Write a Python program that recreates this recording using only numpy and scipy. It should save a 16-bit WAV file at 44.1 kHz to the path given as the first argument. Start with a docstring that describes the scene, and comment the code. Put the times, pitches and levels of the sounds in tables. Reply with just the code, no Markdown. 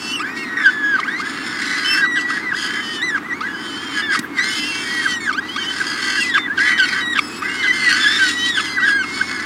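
"""Clear squeals and hoarse screeching, close up: four falcon chicks beg while a parent feeds them. One mono
microphone at a small concrete and wood nest box, whose walls colour and echo the calls. The chicks' throat
membranes beat regularly in a squeal and chaotically when overblown. The parent's beak snaps twice, first
faintly, then loudly. Outside, distant machinery drones with a faint hum."""
import sys
import numpy as np
from scipy import signal
from scipy.fft import rfft, irfft
from scipy.io import wavfile
from scipy.ndimage import uniform_filter1d

SR = 44100
rng = np.random.default_rng(int(sys.argv[2]) if len(sys.argv) > 2 else 0)


def generate_wav(signal):
    """Clip the signal to [-1, 1] and save it as 16-bit WAV at the path in sys.argv[1]."""
    frames = np.transpose(np.atleast_2d(signal))
    scaled = np.clip(frames, -1, 1) * 32767
    pcm = np.round(scaled).astype(np.int16)
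    wavfile.write(sys.argv[1], SR, pcm)


N = 416744

THIN_HZ, THIN_DB_PER_OCTAVE = 1274, 29  # below this pitch the small throat weakens the fundamental
SLAP_HZ, SLAP_DB_PER_OCTAVE = 1355, 33  # below this pitch slack membranes slap, rich in overtones
# Clear squeals, near the microphone: start t/s, length t/s, onset f/Hz, held from f/Hz, held to f/Hz,
# end f/Hz, first level/dB, middle level/dB, last level/dB, relative overtone level/dB
SQUEALS = [(0,0.23,2665,2620,2947,2320,-40,-30.5,-34.5,-8),(0.089,0.0767,2950,3050,3050,2830,-42,-25,-18.5,-14),
           (0.193,0.49,1050,2120,1770,1680,-26,-36,-20,-19.5),
           (0.261,0.19,2250,2300,3000,2460,-36,-44,-33,-9),(0.364,0.13,2250,2260,2050,2010,-32.5,-32,-35.5,-19),
           (0.57,0.13,1876,1950,1430,1470,-20.5,-17,-13.5,-22),(0.646,0.36,1700,1790,1690,1009,-26,-21,-21,-21.5),
           (1.029,0.014,1880,1920,2300,2350,-21.5,-23,-28,-35),
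           (1.039,0.16,980,1444,2240,2165,-31,-23.5,-31,-21),(1.193,0.079,2190,2190,1970,1990,-28.5,-36.5,-35,-30),
           (1.196,0.086,1080,1680,1700,1710,-20,-35,-28.5,-26),(1.599,0.31,2060,2040,2020,2040,-38.5,-29,-44.5,-8),
           (1.845,0.092,2963,3110,3057,3070,-25,-24.5,-31,-18.5),(1.847,0.17,2590,2693,2610,2720,-33,-20,-36.5,-8),(1.984,0.082,1600,1720,1700,1206,-27,-22.5,-18.5,-20),
           (2.015,0.25,1910,1910,2010,1930,-24,-26,-32,-13),(2.156,0.044,1802,1765,1444,1264,-21,-19.5,-29,-10.5),
           (2.247,0.15,1920,1990,1880,1860,-28.5,-29,-28,-23),(2.302,0.082,1188,1730,1720,1690,-19.5,-36,-23.5,-22),
           (2.389,0.15,1930,2150,2050,1146,-30,-30.5,-19.5,-26.5),
           (2.533,0.0517,1198,1900,2055,2057,-21,-27.5,-32,-15.5),(2.595,0.42,3090,3080,3050,2900,-35.5,-36,-31.5,-29),(2.788,0.232,1800,1905,1797,1704,-33,-28.5,-22.5,-16.5),
           (3.016,0.1,1750,2350,1760,1780,-24,-27,-25,-10.5),(3.101,0.082,1800,1800,1730,1120,-22,-24,-20,-19),
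           (3.231,0.094,1780,1900,2200,1797,-29.5,-41,-22,-19.5),
           (3.322,0.17,1800,2550,1950,1650,-24,-45,-25,-16),(3.406,0.16,1060,1740,1780,1510,-22,-32.5,-31.5,-16.5),
           (3.48,0.58,2800,3110,3110,2750,-44.5,-34.5,-34.5,-40.5),
           (3.819,0.37,2240,2230,2180,2189,-48.5,-39.5,-33,-19.5),
           (4.021,0.14,1786,1850,1650,1125,-20.5,-25,-18,-18),(4.17,.08,1846,2150,1900,1560,-22.5,-45,-24.5,-30),
           (4.244,0.16,2087,2080,2230,1756,-45,-44,-17,-24.5),(4.384,0.27,1778,2240,2010,2030,-22.5,-31.5,-34,-11.5),
           (4.406,0.038,1666,1680,1780,1762,-31.5,-28.5,-29,-20.5),(4.497,0.67,2912,3190,3270,2864,-30,-35,-30,-14),
           (4.56,0.28,2590,2714,2724,2630,-34.5,-31,-34,-11),(4.719,0.37,2248,2280,2150,2116,-32,-33,-34,-17),(4.802,0.28,1790,1920,1960,1221,-33.5,-29,-21,-33),
           (5.07,0.25,1960,1990,1800,1080,-30,-27.5,-22,-11),(5.203,0.082,2215,2230,2250,1460,-31.5,-31,-33,-10),
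           (5.326,0.073,1024,1030,1700,1690,-34,-27,-22,-13),(5.407,0.23,1840,1900,2260,2286,-33.5,-44.5,-32.5,-16.5),
           (5.486,.16,2930,3330,3150,2870,-32,-32.5,-26.5,-21),(5.56,0.099,1030,1900,1820,1830,-21.5,-31,-27,-11.5),
           (5.653,0.068,2970,2960,3100,3114,-33,-26,-25.5,-26.5),(5.801,0.023,1790,1790,1410,1380,-20,-21.5,-21,-33),
           (5.93,0.21,2105,2096,2240,2257,-37,-41,-33,-3.5),
           (6.168,0.033,1764,1730,1620,1610,-18,-26.5,-17.5,-20.5),(6.171,0.088,2774,2790,2800,2405,-34,-21.5,-30,-14),
           (6.185,0.2,1750,2140,1864,1123,-32,-27,-15,-15),
           (6.31,0.16,3350,3500,3600,3486,-35,-32,-36,-38),(6.388,0.1,2250,1900,2095,1500,-28,-32.5,-22,-41),
           (6.497,0.21,1550,1830,1920,1976,-24.5,-28,-29.5,-39),(6.571,0.023,1738,1720,1420,1387,-28.5,-19.5,-14,-16),
           (6.588,0.11,1423,1760,1700,1752,-23,-21.5,-16.5,-19.5),(6.65,0.4,3110,3000,3230,2845,-33,-34,-37.5,-21),
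           (6.594,0.22,1860,2050,1850,1800,-31,-26,-29,-20),(6.777,0.085,1756,1500,1555,1396,-21,-16.5,-17.5,-11),
           (6.876,0.064,2620,2680,2150,1945,-32.5,-33.5,-29,-8),(7.006,0.19,1906,1880,1960,1099,-27.5,-27.5,-17,-10.5),
           (7.206,0.26,2640,2610,2480,2520,-42.5,-37.5,-37.5,-4.5),
           (7.419,0.08,1050,1700,1750,1743,-21,-36,-37,-13),(7.447,0.19,1958,2150,2230,1980,-32,-33,-20,-25),
           (7.488,0.29,2760,2790,3192,3050,-33,-34.5,-30,-18.5),(7.622,0.094,1972,2090,2050,1958,-25.5,-21.5,-16,-23),
           (7.627,0.052,1918,1914,1490,1360,-21,-22.5,-24,-10.5),
           (7.708,0.21,1970,2300,1830,1816,-25,-23.5,-16,-20),(7.998,0.0633,1782,1750,1650,1654,-25,-20,-14,-10.5),
           (8.059,0.12,1650,1780,1780,1771,-15,-19,-18,-10.5),(8.167,0.44,1782,1880,1991,1200,-27.5,-29.5,-23,-8.5),
           (8.175,.14,1782,1560,1454,1296,-22,-19.5,-31,-5.5),(8.368,0.1,2970,2960,3080,3147,-36,-28,-22,-17),(8.449,0.24,3465,3500,3330,2710,-35,-33.5,-33,-20),
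           (8.561,0.335,2150,2070,2045,1340,-38,-29,-20,-14),(8.769,0.032,1738,1730,1310,1310,-20.5,-18,-23,-29),
           (8.8,0.25,1280,1740,1580,1259,-22,-20.5,-25,-10.5),(8.922,0.49,2066,2130,2260,1976,-34.5,-29,-32.5,-15.5),
           (9.189,0.03,1130,1130,1640,1638,-33.5,-24.5,-12,-13.5)]


def squeals():
    """Clear calls: a quavering glide that cracks into a rough squawk when it slides fast or gets loud."""
    tones, overtones = np.zeros(N), np.zeros(N)
    for start, length, *glide_hz, first_db, middle_db, last_db, overtone_db in SQUEALS:
        span = np.arange(max(int(start * SR), 0), min(int((start + length) * SR), N))
        age, count = span / SR - start, len(span)
        pitch = uniform_filter1d(glide(age, length, *glide_hz), int(.014 * SR), mode="nearest")
        quaver = .00809 * walk(45, count) + .011 * walk(19, count)
        pitch = pitch * (1 + np.sin(np.pi * age / length) * quaver)
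        loud_db = np.interp(age / length, [0, .5, 1], [first_db, middle_db, last_db])
        thin_db = THIN_DB_PER_OCTAVE * np.maximum(np.log2(THIN_HZ / pitch), 0)
        slap_db = SLAP_DB_PER_OCTAVE * np.maximum(np.log2(SLAP_HZ / pitch), 0)
        # slackening or strained membranes lose their regular beat
        slide = np.gradient(np.log(uniform_filter1d(pitch, int(.016 * SR), mode="nearest"))) * SR
        slip = np.clip(np.maximum(-slide / 4.4, slide / 18), 0, 1) ** 2
        strain = np.clip((loud_db + 23) / 18, 0, 1)
        crack = np.maximum(slip, strain)
        rough_hz = pitch * (1 + (.0059 + .038 * crack) * walk(1500, count))
        edge = np.clip(np.minimum(age / .0022, (length - age) / .0036), 0, 1)
        gain = edge * undb(loud_db + (1.5 + .19 * crack) * walk(139.6, count))
        # the fundamental swells more than its overtones do
        bright_db = overtone_db - .24 * (loud_db - loud_db.mean()) + slap_db
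        tone, upper = syrinx(rough_hz, fall_db=-7.5 + .32 * slap_db, patchy_db=5.8)
        sidebands = flutter(pitch / 6, depth=np.clip(-.45 + .49 * walk(2.7, count), 0, 2))
        # a loud cry that sags in pitch rasps: its overtones shatter into noisy bands
        rasp = np.clip(-slide - 1.7, 0, 1) * np.clip((loud_db + 24) / 5, 0, 1)
        shatter = 1 - rasp + 1.3 * rasp * walk(900, count)
        tones[span] += gain * undb(-thin_db) * tone
        overtones[span] += gain * undb(bright_db) * upper * sidebands * shatter
    return tones + overtones + undb(-7.5) * box_walls(overtones)


def glide(age, length, onset_hz, from_hz, to_hz, end_hz):
    """Pitch of a squeal: a scoop into a straight held glide, then a bend to the end pitch."""
    scoop_s, bend_s = .012 + .1 * length, .015 + .06 * length
    held = from_hz + (to_hz - from_hz) * age / length
    scoop = (onset_hz - from_hz) * np.exp(-age / scoop_s)
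    bend = (end_hz - to_hz) * np.exp((age - length) / bend_s)
    return held + scoop + bend


# Three hoarse throats in the box: mean f/Hz, pitch chaos/ratio, relative level/dB,
# flutter f/Hz, flutter depth/ratio, overtone offset level/dB
THROATS = [(1459, .06, -4, 370, 1.54, -3.5), (1769, 0.03107, -6, 300, 0.6, 0),
           (1655, 0.01613, -7.5, 380, 0.79, 1.5)]


def screech():
    """Overblown membranes: pitch and size of the beat jump chaotically under a slower flutter."""
    coarse = np.arange(0, N, 32)
    low_db, high_db = (np.interp(np.arange(N), coarse, db) for db in hoarse_levels(coarse / SR))
    # the harder the chicks blow, the less regular the beat
    effort = np.clip((np.maximum(low_db, high_db) + 36) / 9, .4, 1)
    voices = 0
    for hz, chaos, throat_db, flutter_hz, depth, overtone_db in THROATS:
        drift = 1 + .035 * walk(5, N) + .02 * walk(25, N)
        jitter = effort * chaos * undb(3.994 * walk(12, N)) * walk(2500, N)
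        tone, upper = syrinx(hz * (drift + jitter), fall_db=-3, patchy_db=1.3)
        size = undb(throat_db + 3.91 * effort * walk(600, N)) * flutter(flutter_hz * drift, depth)
        bright_db = high_db - low_db + overtone_db + 2.25 * walk(15, N)
        voices = voices + size * (tone + undb(bright_db) * upper)
    return box_walls(voices * undb(low_db))


SWELL_DB_PER_S, FADE_DB_PER_S = 408, 393.5  # before and after each cry
MUTTER_DB, MUTTER_OVERTONES_DB = -63, -31  # hoarse muttering between the cries
# Hoarse cries, near the microphone: start t/s, length t/s, first level/dB, last level/dB,
# first and last relative overtone level/dB
HOARSE_CRIES = [(0,0.12,-44,-43,10.5,12),(0.199,0.088,-34.5,-26,-24,-17),(0.378,0.057,-42.5,-44,9.5,-2),(0.45,0.17,-38,-19.5,-10,-28.5),
                (0.627,0.096,-30,-27,-9,-8),(0.739,.2,-30.5,-34,-17,-17),(0.974,.19,-26.5,-29,-14,-18),(1.211,0.026,-29.5,-29,2.5,-24),(1.248,0.75,-27.5,-18.5,-5.5,-10.5),
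                (2.167,0.045,-30,-31.5,-14,3.5),(2.298,0.2,-23.5,-33,-6,-13),(2.568,0.082,-30,-23.5,-1.5,-3.5),(2.669,0.13,-24,-23.5,-5,-16),
                (2.833,0.13,-36.5,-39.5,2,9),(3.159,0.013,-32.5,-24,-12.5,-17),(3.423,0.24,-34,-30,-13,-7.5),
                (3.682,0.32,-35,-20,-2.5,-9.5),(4.134,0.0225,-13.5,-21,-11,-7),(4.385,0.012,-22,-20,-9,-16.5),(4.445,0.15,-23,-29,-6,2.5),
                (4.623,0.5,-30,-28,1,-0.5),(5.449,0.21,-48,-29.5,5,-2),(5.69,0.48,-28.5,-21.5,-4,-4.5),
                (6.199,0.1,-32.5,-46.5,8,18.5),(6.364,0.024,-19.5,-21.5,-9,-10.5),(6.599,0.14,-23.5,-17,-7.5,-16),(6.779,0.11,-25,-22.5,-13.5,-7.5),(6.932,0.069,-18.5,-20,-12,-14.5),
                (7.169,0.014,-23,-26,-25,-4),(7.223,0.16,-37,-44.5,-4,9),(7.433,0.1834,-24,-29,-12,-2),(7.632,0.054,-26,-25,-8,-6),
                (7.741,0.19,-24.5,-22.5,-7,-2.5),(7.904,0.42,-15.5,-26.5,-8.5,0),(8.33,0.16,-41.5,-39.5,7,16),(8.57,0.19,-21.5,-33,-9,-2.5),
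                (8.797,0.11,-30.5,-22,-9.5,-6),(9.044,0.15,-38,-27,0,-2.5),(9.216,0.29,-29.5,-22.5,-2,-10.5)]


def hoarse_levels(t):
    """Cries and muttering add in power: level/dB of the fundamental and of the overtones."""
    low, high = undb(MUTTER_DB) ** 2, undb(MUTTER_DB + MUTTER_OVERTONES_DB) ** 2
    for start, length, first_db, last_db, first_over_db, last_over_db in HOARSE_CRIES:
        progress = np.clip((t - start) / length, 0, 1)
        db = first_db + (last_db - first_db) * progress
        db -= SWELL_DB_PER_S * np.maximum(start - t, 0)
        db -= FADE_DB_PER_S * np.maximum(t - start - length, 0)
        low = low + undb(db) ** 2
        high = high + undb(db + first_over_db + (last_over_db - first_over_db) * progress) ** 2
    return 10 * np.log10(low), 10 * np.log10(high)


def syrinx(hz, fall_db, patchy_db):
    """Membrane tone of rms 1, and its overtones, which step by fall_db and each come and go."""
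    turn = np.exp(2j * np.pi * np.cumsum(hz) / SR)
    overtones, harmonic = 0, turn
    for k in range(2, 11):
        harmonic = harmonic * turn
        gain = undb(fall_db * (k - 2) + patchy_db * np.tanh(walk(14, len(hz))))
        overtones = overtones + gain * (k * hz < TOP_HZ) * harmonic.imag
    return np.sqrt(2) * turn.imag, np.sqrt(2) * overtones


def flutter(hz, depth):
    """A second, slower membrane squeezes the tone and splits each harmonic into sidebands."""
    phase = 2 * np.pi * np.cumsum(hz) / SR
    return (1 + depth * (np.cos(phase) + .101 * np.sin(2 * phase))) / np.sqrt(1 + depth ** 2)


# The parent's beak and feet, inside the box: t/s, snap level/dB, thump level/dB
TAPS = [(3.98, -40, -22.5), (4.19, -1, -1.5)]


def taps():
    """A dry snap of the beak with a dull thump in the box floor and a thin rustle after it."""
    out, t = np.zeros(N), np.arange(int(.1 * SR)) / SR
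    for start, snap_db, thump_db in TAPS:
        burst = rng.standard_normal(len(t)) * (t / .0035) * np.exp(-t / .0021)
        snap = resonance(burst, hz=3400, width=3680)
        thump = np.sin(2 * np.pi * 260 * t) * (t / .0025) ** 2 * np.exp(-t / .0013)
        rustle = np.diff(rng.standard_normal(len(t) + 2), 2) * np.exp(-((t - .05) / .024) ** 2)
        i = int(start * SR)
        out[i:i + len(t)] += undb(snap_db) * (snap + undb(-51.5) * rustle) + undb(thump_db) * thump
    return out


# Resonances of the box around the birds: centre f/Hz, width per filter pass f/Hz, level/dB
BOX_RESONANCES = [(1486, 435, -0.5), (1743, 374, 1), (2076, 127, 4.5), (2241, 234, 8.5), (2648, 600, 1),
                  (3198, 1390, 2), (3883, 900, 0), (4356, 770, 6.5), (4812, 695, 3), (5285, 900, 0),
                  (6030, 890, 2), (6840, 760, 0.5), (7387, 840, -4), (8400, 4000, -6.5)]


def box_walls(x):
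    """The walls favour their own notes and leave dark gaps between them."""
    notes = (undb(db) * resonance(resonance(x, hz, width), hz, width) for hz, width, db in BOX_RESONANCES)
    return sum(notes) + undb(-17) * x


def box_echo(x, t60_s=.014):
    """Close walls return a short, dense echo, starting 2 ms after the direct sound."""
    t = np.arange(int(.2 * SR)) / SR
    echo = rng.standard_normal(len(t)) * np.exp(-np.log(1000) * t / t60_s) * (t > .002)
    return signal.fftconvolve(x, echo / np.sqrt(np.sum(echo ** 2)))[:N]


DRONE_DB, HUM_DB, HUM_HZ, HUM_GROWTH_DB_PER_S = -31.5, -53, 88.4, 1
# Spectrum of the machinery, far outside the box: f/Hz, relative level/dB
DRONE_SPECTRUM = [(41, -44), (70, -17), (148, -8), (300, 6), (570, -17.5), (1250, -3), (2020, -9.5),
                  (2660, -17.5), (6020, -31.5), (16000, -42.5)]


def machinery():
    """Distant machines: a steady rumble and a wavering hum that slowly grows."""
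    hz, db = np.transpose(DRONE_SPECTRUM)
    bin_hz = np.maximum(np.arange(N // 2 + 1) * SR / N, 1)
    colour = undb(np.interp(np.log(bin_hz), np.log(hz), db))
    rumble = irfft(rfft(rng.standard_normal(N)) * colour, N)
    hum = np.sin(2 * np.pi * np.cumsum(HUM_HZ * (1 + .0351 * walk(21, N))) / SR)
    growth = undb(HUM_GROWTH_DB_PER_S * np.arange(N) / SR)
    return level(rumble, DRONE_DB) + level(hum * growth, HUM_DB)


def undb(db):
    """Decibels to gain."""
    return 10 ** (np.asarray(db) / 20)


def level(x, db):
    """Scale to an rms level."""
    return x * undb(db) / np.sqrt(np.mean(x ** 2))


def resonance(x, hz, width):
    """Two-pole band-pass, gain 1 at the centre."""
    return signal.lfilter(*signal.iirpeak(hz, hz / width, SR), x)


def walk(rate_hz, count):
    """Smooth random wobble, spread near 1."""
    hold = max(int(SR / rate_hz), 2)
    steps = np.repeat(rng.standard_normal(count // hold + 1), hold)[:count]
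    return 1.4 * uniform_filter1d(uniform_filter1d(steps, hold), hold)


def scene():
    """Birds close by, their echo and the far machinery, the same in both channels."""
    birds = squeals() + screech() + taps()
    mono = birds + undb(-4) * box_echo(birds) + machinery()
    return np.array([mono, mono])


LOW_HZ, TOP_HZ = 79, 15900  # the microphone's band


def record(dry):
    """The microphone drops the deep bass, rounds the loudest peaks and cuts the top steeply."""
    thin = signal.sosfilt(signal.butter(8, LOW_HZ, "high", fs=SR, output="sos"), dry)
    rounded = np.tanh(1.166 * thin) / 1.044
    return signal.sosfilt(signal.ellip(10, .2, 80, TOP_HZ, fs=SR, output="sos"), rounded)


dry = scene()
out = record(dry)
generate_wav(out)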